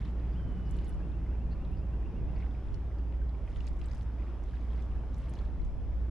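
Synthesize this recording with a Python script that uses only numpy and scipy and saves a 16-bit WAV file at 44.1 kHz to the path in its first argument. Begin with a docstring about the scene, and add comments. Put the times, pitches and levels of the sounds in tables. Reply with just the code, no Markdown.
"""A quiet harbour quay. Far ship engines drone as steady low tones that beat, under the port's dark noise roar.
Ripples lap the stone as swarms of ringing bubbles, and throw small drops made of short band-passed splats.
Light air brushes the microphone as a lumpy rumble, unlike in the two ears. Far off a bird of prey gives
one long pure whistle that breaks into a warble, and a small bird chips a few times in buzzy tones."""
import sys
import numpy as np
from scipy import signal
from scipy.fft import rfft, irfft
from scipy.io import wavfile
from scipy.ndimage import uniform_filter1d

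SR = 44100
rng = np.random.default_rng(int(sys.argv[2]) if len(sys.argv) > 2 else 0)


def file_out(sig):
    """Save sig as 16-bit WAV at sys.argv[1]."""
    # one column per channel
    cols = np.atleast_2d(sig).T
    # limit, then scale
    lim = np.clip(cols, -1, 1)
    pcm = np.round(lim * 32767).astype(np.int16)
    wavfile.write(sys.argv[1], SR, pcm)


N = 269010
TIME = np.arange(N) / SR
EDGE_HZ = 15700  # upper band limit of the whole scene

# Ripples reaching the wall. Each row: start in seconds, length in seconds, level of the bubbles in dB before
# the trim in laps(), middle pitch of the bubbles in Hz, level of the spray in dB before the trim in spray().
RIPPLES = [(-.05, 0.17, -67.5, 2860, -75), (0.14, 0.2, -73, 2450, -91), (0.679, .27, -72, 3100, -72),
           (2.294, .2, -67.5, 2200, -86), (2.478, .34, -79.5, 2700, -83), (3.455, .28, -73, 3050, -74),
           (3.767, 0.27, -72, 3130, -68), (4.179, .2, -71, 1870, -91), (4.411, 0.28, -73.5, 3200, -88),
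           (4.666, .2, -71.5, 2900, -77), (5.12, .4, -73, 3220, -72)]
# Where drops fall. Each row: pitch in Hz, left minus right in dB; the finest fall to the right.
DROP_PLACES = [(2500, -0.5), (4500, 1), (8000, -3.5)]


def gain_of(db):
    """Decibels to amplitude."""
    return 10 ** (np.asarray(db) / 20)


def evened(x):
    """Scales to rms 1."""
    return x / np.sqrt(np.mean(x ** 2) + 1e-20)


def curve(points, t=TIME):
    """Reads a control curve over time."""
    return np.interp(t, *np.transpose(points))


def read(points, hz):
    """Reads a spectrum on a log-frequency axis."""
    f, value = np.transpose(points)
    return np.interp(np.log(hz + 1), np.log(f + 1), value)


def shaped(x, points):
    """Filters a sound by a spectrum in dB, leaving phase alone."""
    return irfft(rfft(x) * gain_of(read(points, np.fft.rfftfreq(N, 1 / SR))), N)


def drift(hz):
    """Slow random motion of rms 1, up to about hz changes a second."""
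    f = np.fft.rfftfreq(N, 1 / SR)
    low_pass = np.exp(-.5 * (f / hz) ** 2) * (f > 0)
    return evened(irfft(rfft(rng.standard_normal(N)) * low_pass, N))


def band(x, hz, octaves):
    """Band-pass that reaches the given octaves to either side of hz, within 20 Hz to 12 kHz."""
    edges = np.clip([hz / 2 ** octaves, hz * 2 ** octaves], [20, 40], [11000, 12000])
    return signal.sosfilt(signal.butter(2, edges, "bandpass", fs=SR, output="sos"), x)


def panned(x, side_db):
    """Places a sound by its level difference, left minus right."""
    return x * gain_of([[side_db / 2], [-side_db / 2]])


def add(mix, s, sound):
    """Mixes a sound in at time s, trimming what falls outside."""
    start = round(s * SR)
    sound = sound[..., max(-start, 0):]
    part = mix[..., max(start, 0):][..., :sound.shape[-1]]
    part += sound[..., :part.shape[-1]]


def engines(wander_hz=0.075, throb_depth=0.88, flutter_db=0.6, side_db=-1.9):
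    """Near-steady engine tones whose sum beats; the first one also throbs."""
    # Engine tones, strongest first. Each row: pitch in Hz, level in dB.
    tones = [(58.6, -35.5), (44.44, -43), (40.4, -48), (60.3, -49), (56.3, -54.5), (141, -60.5),
             (162.5, -62)]
    # Slow swell of the strongest tone. Each row: time in seconds, level in dB; only its shape about the mean
    # counts, scaled by throb_depth.
    throb = [(0, -37.5), (.35, -34.5), (.95, -37.5), (1.15, -35.5), (2.9, -37), (3.25, -31), (3.52, -40),
             (3.9, -35), (4.25, -38), (4.8, -34), (5.15, -37.5), (5.8, -40), (6.0, -32)]
    throb_db = curve(throb)
    out = np.zeros((2, N))
    for k, (hz, db) in enumerate(tones):
        turns = np.cumsum(hz + wander_hz * drift(0.81)) / SR + rng.random()
        tone = evened(np.sin(2 * np.pi * turns))
        swell_db = 0
        if k == 0:
            swell_db = throb_depth * (throb_db - throb_db.mean()) + flutter_db * drift(9.7)
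        lean_db = side_db if hz < 100 else 0  # deep tones lean right
        out += panned(gain_of(db + swell_db) * tone, lean_db)
    return out


def pipe_note(hz=178, width_hz=4.8):
    """A hollow note in the rumble: a tone whose amplitude and phase wander like narrow-band noise."""
    # Each row: time in seconds, level in dB.
    boom = [(0, -57), (.5, -48), (1.3, -54), (1.75, -46.5), (2.2, -56.5), (2.5, -62), (6.1, -73)]
    turn = 2 * np.pi * hz * TIME
    pipe = np.sin(turn) * drift(width_hz) + np.cos(turn) * drift(width_hz)
    return panned(evened(pipe) * gain_of(curve(boom)), 0)


def roar(level_db=-40.5, patchy_db=1.0, bass_side_db=0.5):
    """Far traffic and machinery: dark noise, its bass alike in both ears, whose rumble and middle swell apart."""
    # Tone of the roar. Each row: frequency in Hz, relative density in dB per Hz.
    tilt = [(12, -13), (50, -6), (90, -5), (150, -13.5), (320, -19), (440, -25.5), (900, -32.5),
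            (1900, -44), (2500, -47.5), (3400, -52), (4300, -59.5), (5200, -57), (6900, -66), (15000, -73)]
    # Swell of the low rumble. Each row: time in seconds, level in dB; only its shape about the mean counts.
    rumble = [(0, -46.5), (.45, -44), (1.5, -46.5), (1.85, -44.5), (2.3, -46.5), (3.4, -50), (4.6, -48),
              (6.1, -49)]
    # Swell of the distant traffic. Each row: time in seconds, level in dB; only its shape about the mean counts.
    traffic = [(0, -59), (.9, -58.5), (1.7, -60.5), (2.7, -59.5), (3.3, -61), (3.6, -59), (5.3, -58.5),
               (5.7, -61), (6.1, -60)]
    # Stereo width. Each row: frequency in Hz, side minus mid in dB.
    width = [(40, -15.5), (80, -18.5), (150, -27), (250, -28), (500, -20), (1000, -17), (2000, -11),
             (4000, -3.5), (7000, 1)]
    hz = np.fft.rfftfreq(4096, 1 / SR)
    t = np.arange(N // 1024 + 5) * 1024 / SR
    a, b, c, d, patches = rng.standard_normal((5, len(hz), len(t)))
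    patches = uniform_filter1d(uniform_filter1d(patches, size=30, axis=0), size=6, axis=1)
    field_db = read(tilt, hz)[:, None] + patchy_db * evened(patches)

    # how far each swell reaches: (Hz, share of the swell)
    rumble_reach = [(50, 0.22), (150, 1), (260, 0.81), (700, 0.031)]
    traffic_reach = [(300, 0.097), (900, 0.6), (2200, 1.0), (6000, 0.74)]
    for points, reach in ((rumble, rumble_reach), (traffic, traffic_reach)):
        swell_db = curve(points, t)
        field_db = field_db + read(reach, hz)[:, None] * (swell_db - swell_db.mean())

    mid = a + 1j * b
    side = (c + 1j * d) * gain_of(read(width, hz))[:, None]
    spectra = np.array([mid + side, mid - side]) * gain_of(field_db)
    lean_db = read([(60, bass_side_db), (160, .2)], hz)
    spectra *= gain_of(np.outer([.5, -.5], lean_db))[:, :, None]
    noise = signal.istft(spectra, nperseg=4096, noverlap=3072)[1][:, :N]
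    return gain_of(level_db) * evened(noise)


def drop(hz, octaves, swell_s=.00085, apart=0.76):
    """One drop: a splat that swells and dies in milliseconds, ringing longer the narrower it is."""
    t = np.arange(1024) / SR
    trickle = gain_of(-23) * np.exp(-t / .006)
    splat = rng.standard_normal((3, len(t))) * (t / swell_s * np.exp(-t / swell_s) + trickle)
    unlike = np.clip(apart * hz / 6000, 0, 1)  # the ears differ more for short waves
    both_ears = np.sqrt(1 - unlike ** 2) * splat[0] + unlike * splat[1:]
    sound = band(both_ears, hz, 0.035 + max(octaves, 0))
    return sound / np.sqrt(np.mean(sound[:, :220] ** 2))  # rms 1 over the first 5 ms


def drops():
    """The larger drops against the stone, close to the microphone."""
    # Each row: start in seconds, level in dB, pitch in Hz, spread in octaves to either side before the
    # small minimum that drop() adds.
    loud_drops = [(.052, -64.5, 3780, 0.29), (0.71, -59.5, 8700, .53), (0.767, -67, 7490, .6),
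                  (.787, -60.5, 3030, 0.3), (0.845, -66, 6200, .48), (.882, -63, 9700, .1),
                  (0.893, -60, 9400, .2), (.924, -68, 3330, .3), (1.65, -63.5, 3000, 0.26),
                  (1.713, -75, 11500, .15), (2.423, -56, 2150, 0.11), (2.463, -60, 1690, .12),
                  (2.548, -61, 2350, 0.096), (2.743, -59, 4030, .37), (2.985, -71, 4960, .22),
                  (3.124, -64, 2800, 0.23), (3.292, -68, 3940, .25), (3.476, -58, 2260, 0.19),
                  (3.503, -73, 6760, .4), (3.56, -59, 3350, .13), (3.568, -68, 5000, 1.2),
                  (3.605, -53.5, 2960, 0.19), (3.668, -58, 5700, .39), (3.673, -56, 2310, 0.54),
                  (3.677, -57.5, 4460, .2), (3.684, -63, 8180, 0.25), (3.814, -56.5, 2580, 0.38),
                  (3.858, -62.5, 8260, 0.094), (3.914, -61, 5350, 0.14), (3.933, -64, 4460, .4),
                  (3.948, -67, 6740, 0.56), (4.021, -70, 5630, 0.7), (4.221, -59.5, 2150, 0.077),
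                  (4.436, -70, 5930, 0.35), (4.822, -67, 4840, .44), (5.144, -64, 4940, .4),
                  (5.182, -67.5, 8220, 0.35), (5.295, -62, 9300, 0.19), (5.337, -60.5, 3550, 0.97),
                  (5.354, -66, 4960, .3), (5.388, -59, 3800, 0.24), (5.649, -69.5, 5600, .44)]
    out = np.zeros((2, N))
    for s, db, hz, octaves in loud_drops:
        add(out, s, panned(gain_of(db) * drop(hz, octaves), read(DROP_PLACES, hz)))
    return out


def spray(hz=5600, pitch_spread=.55, octaves=0.54, size_spread_db=2.0, shrink_db=3, trim_db=-3.0, count=18):
    """Each ripple throws a handful of fine drops that land while it lasts; the higher ones are softer."""
    out = np.zeros((2, N))
    for s, length, _, _, db in RIPPLES:
        places = (np.arange(count) + rng.random(count)) / count
        looks = np.clip(rng.standard_normal((count, 2)), -1.5, 1.5)
        for place, (size, pitch) in zip(places, looks):
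            drop_hz = hz * 2 ** (pitch_spread * pitch)
            drop_db = db + trim_db + size_spread_db * size - shrink_db * pitch
            sound = gain_of(drop_db) * drop(min(drop_hz, EDGE_HZ * 2 / 3), octaves)
            add(out, s + place * length, panned(sound, read(DROP_PLACES, drop_hz)))
    return out


def bubble(hz, cycles=3.4):
    """A tiny bubble: a few cycles that swell softly and die."""
    turns = np.arange(600) * min(hz, EDGE_HZ * .7) / SR
    return np.sin(2 * np.pi * turns) * np.exp(-turns / cycles) * (1 - np.exp(-turns / 0.44))


def laps(per_s=650, size_spread_db=3, pitch_spread=0.723, shrink_db=2.5, trim_db=2.5):
    """Each ripple breaks on the stone into a swarm of tiny bubbles; the smaller ones ring higher and softer."""
    out = np.zeros((2, N))
    for s, length, db, hz, _ in RIPPLES:
        swarm = np.zeros((2, round(length * SR)))
        count = round(per_s * length)
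        for place, (size, pitch, side) in zip(rng.random(count), rng.standard_normal((count, 3))):
            size_db = size_spread_db * min(size, 2) - shrink_db * max(pitch, 0)
            sound = gain_of(size_db) * bubble(hz * 2 ** (pitch_spread * pitch))
            add(swarm, place * length, panned(sound, 4 * side))
        swarm = swarm * signal.windows.tukey(swarm.shape[1], .6)
        add(out, s, gain_of(db + trim_db) * evened(swarm))
    return out


def gurgle(level_db=-75, hz=2200, pitch_spread=.5, shrink_db=3, count=600):
    """Further along the wall the water never quite rests: faint scattered plips."""
    out = np.zeros((2, N))
    looks = np.clip(rng.standard_normal((count, 3)), -2, 2)
    for place, (size, pitch, side) in zip(rng.random(count), looks):
        plip_db = 10.0 * size - shrink_db * pitch
        plip = gain_of(plip_db) * bubble(hz * 2 ** (pitch_spread * pitch), cycles=6.4)
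        add(out, place * TIME[-1], panned(plip, 3 * side))
    return gain_of(level_db) * evened(out)


def breeze(calm_db=-48.5):
    """Light air on each microphone port: a lumpy rumble, unrelated between the ears, that swells with each puff."""
    # Puffs of air. Each row: time of the peak in seconds, length in seconds, level in dB added to the calm.
    gusts = [(.5, 0.33, -43), (.9, .4, -39.5), (1.605, 0.39, -43), (2.264, 0.42, -39), (2.723, 0.16, -37),
             (3.673, 0.29, -38.5), (5.047, 0.52, -45), (5.656, 0.34, -33.5), (5.926, .2, -40)]
    # Tone of the buffeting. Each row: frequency in Hz, relative density in dB per Hz.
    buffet = [(8, -1), (28, 3.5), (50, -0.5), (100, -20), (170, -34.5), (400, -47), (1500, -75.5)]
    air = shaped(rng.standard_normal((2, N)), buffet)
    power = np.full(N, gain_of(calm_db) ** 2)
    for s, length, db in gusts:
        power += gain_of(db) ** 2 * np.exp(-2 * np.pi * ((TIME - s) / length) ** 2)
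    return evened(air) * np.sqrt(power)


def warble_note(s, db, crest_hz=2850, trough_hz=2430, rise_s=.042, fall_s=.038):
    """One arch in pitch, loudest late in its rise: rows of (s, Hz, dB)."""
    late_rise_hz = crest_hz - (crest_hz - trough_hz) / 4
    return [(s - rise_s, trough_hz, db - 6.5), (s - rise_s / 3, late_rise_hz, db + 1),
            (s, crest_hz, db - 7), (s + fall_s, trough_hz, db - 7)]


def raptor():
    """One pure tone: a flick up, a long hold, a drop, then a warble of notes that are loudest as they rise."""
    # The long whistle. Each row: time in seconds, pitch in Hz, level in dB.
    whistle = [(.345, 2750, -76), (.36, 2870, -63.5), (.38, 3230, -68), (.41, 3080, -70),
               (.47, 3050, -70.5), (.56, 2965, -71.5), (.68, 2945, -69), (.78, 2935, -74),
               (.965, 2950, -72.5)]
    # The warble after it. Each row: time of the pitch crest in seconds, level in dB, 1 dB under the note's peak.
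    warble = [(1.05, -67), (1.16, -67), (1.24, -72), (1.335, -70), (1.432, -67), (1.54, -68), (1.636, -67),
              (1.748, -66), (1.842, -68), (1.95, -68), (2.076, -66), (2.18, -66), (2.308, -68)]
    end_s, _, end_db = whistle[-1]
    fall = (end_s + .019, 2430, end_db)  # down to the trough of the warble
    notes = [warble_note(*note) for note in warble]
    s, hz, db = np.vstack([whistle, fall, *notes]).T
    glide = uniform_filter1d(np.interp(TIME, s, hz), size=250)
    pitch = glide * (1 + .004 * drift(60))  # a slight tremble
    gate = uniform_filter1d(1. * (TIME > s[0]) * (TIME < s[-1]), size=300)
    return gate * gain_of(np.interp(TIME, s, db)) * np.sin(2 * np.pi * np.cumsum(pitch) / SR)


def small_bird(buzz_hz=310, buzz_depth=0.07):
    """Short buzzy chips: a tone shaken quickly in pitch."""
    # Each row: start in seconds, length in seconds, middle pitch in Hz, level in dB.
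    chips = [(0.31, .045, 4900, -79.5), (.645, 0.053, 4900, -79), (1.496, 0.057, 4420, -72.5),
             (1.75, 0.062, 4860, -79.5), (2.35, 0.027, 4740, -75.5)]
    out = np.zeros(N)
    shake = np.sin(2 * np.pi * buzz_hz * TIME) + 0.55 * drift(200)
    for s, length, hz, db in chips:
        pitch = hz * (1 + buzz_depth * shake[round(s * SR):][:round(length * SR)])
        chip = np.sin(2 * np.pi * np.cumsum(pitch) / SR) * np.hanning(len(pitch))
        add(out, s, gain_of(db) * evened(chip))
    return out


def quay(x, t60):
    """Faint scatter from the wall and the water: noise after a 4 ms gap, falling 60 dB in t60 seconds."""
    t = np.arange(SR // 2) / SR
    tail = rng.standard_normal((2, len(t))) * gain_of(-60 * t / t60) * (t > .004)
    return signal.fftconvolve(x, tail / np.linalg.norm(tail[0]), axes=1)[:, :N]


def scene():
    """Drone and roar behind, water close by, birds far off over open water."""
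    port = engines() + pipe_note() + roar()
    water = drops() + spray() + laps() + gurgle()
    water = water + gain_of(-9) * quay(water, t60=0.062)
    birds = panned(raptor() + small_bird(), .5)
    birds = birds + gain_of(-11) * quay(birds, t60=.3)
    return port + water + breeze() + birds


def record(dry):
    """Short end fades, microphone colour, then a steep low-pass as the band limit."""
    # Microphone colour. Each row: frequency in Hz, gain in dB.
    mic_colour = [(7800, -0.5), (8900, -3.5), (10100, 1), (11200, -1.5), (12400, -11), (15500, -4)]
    coloured = shaped(dry * signal.windows.tukey(N, .002), mic_colour)
    low_pass = signal.firwin(511, EDGE_HZ, window=("kaiser", 9), fs=SR)
    return signal.oaconvolve(coloured, low_pass[None], "same")


dry = scene()
out = record(dry)
file_out(out)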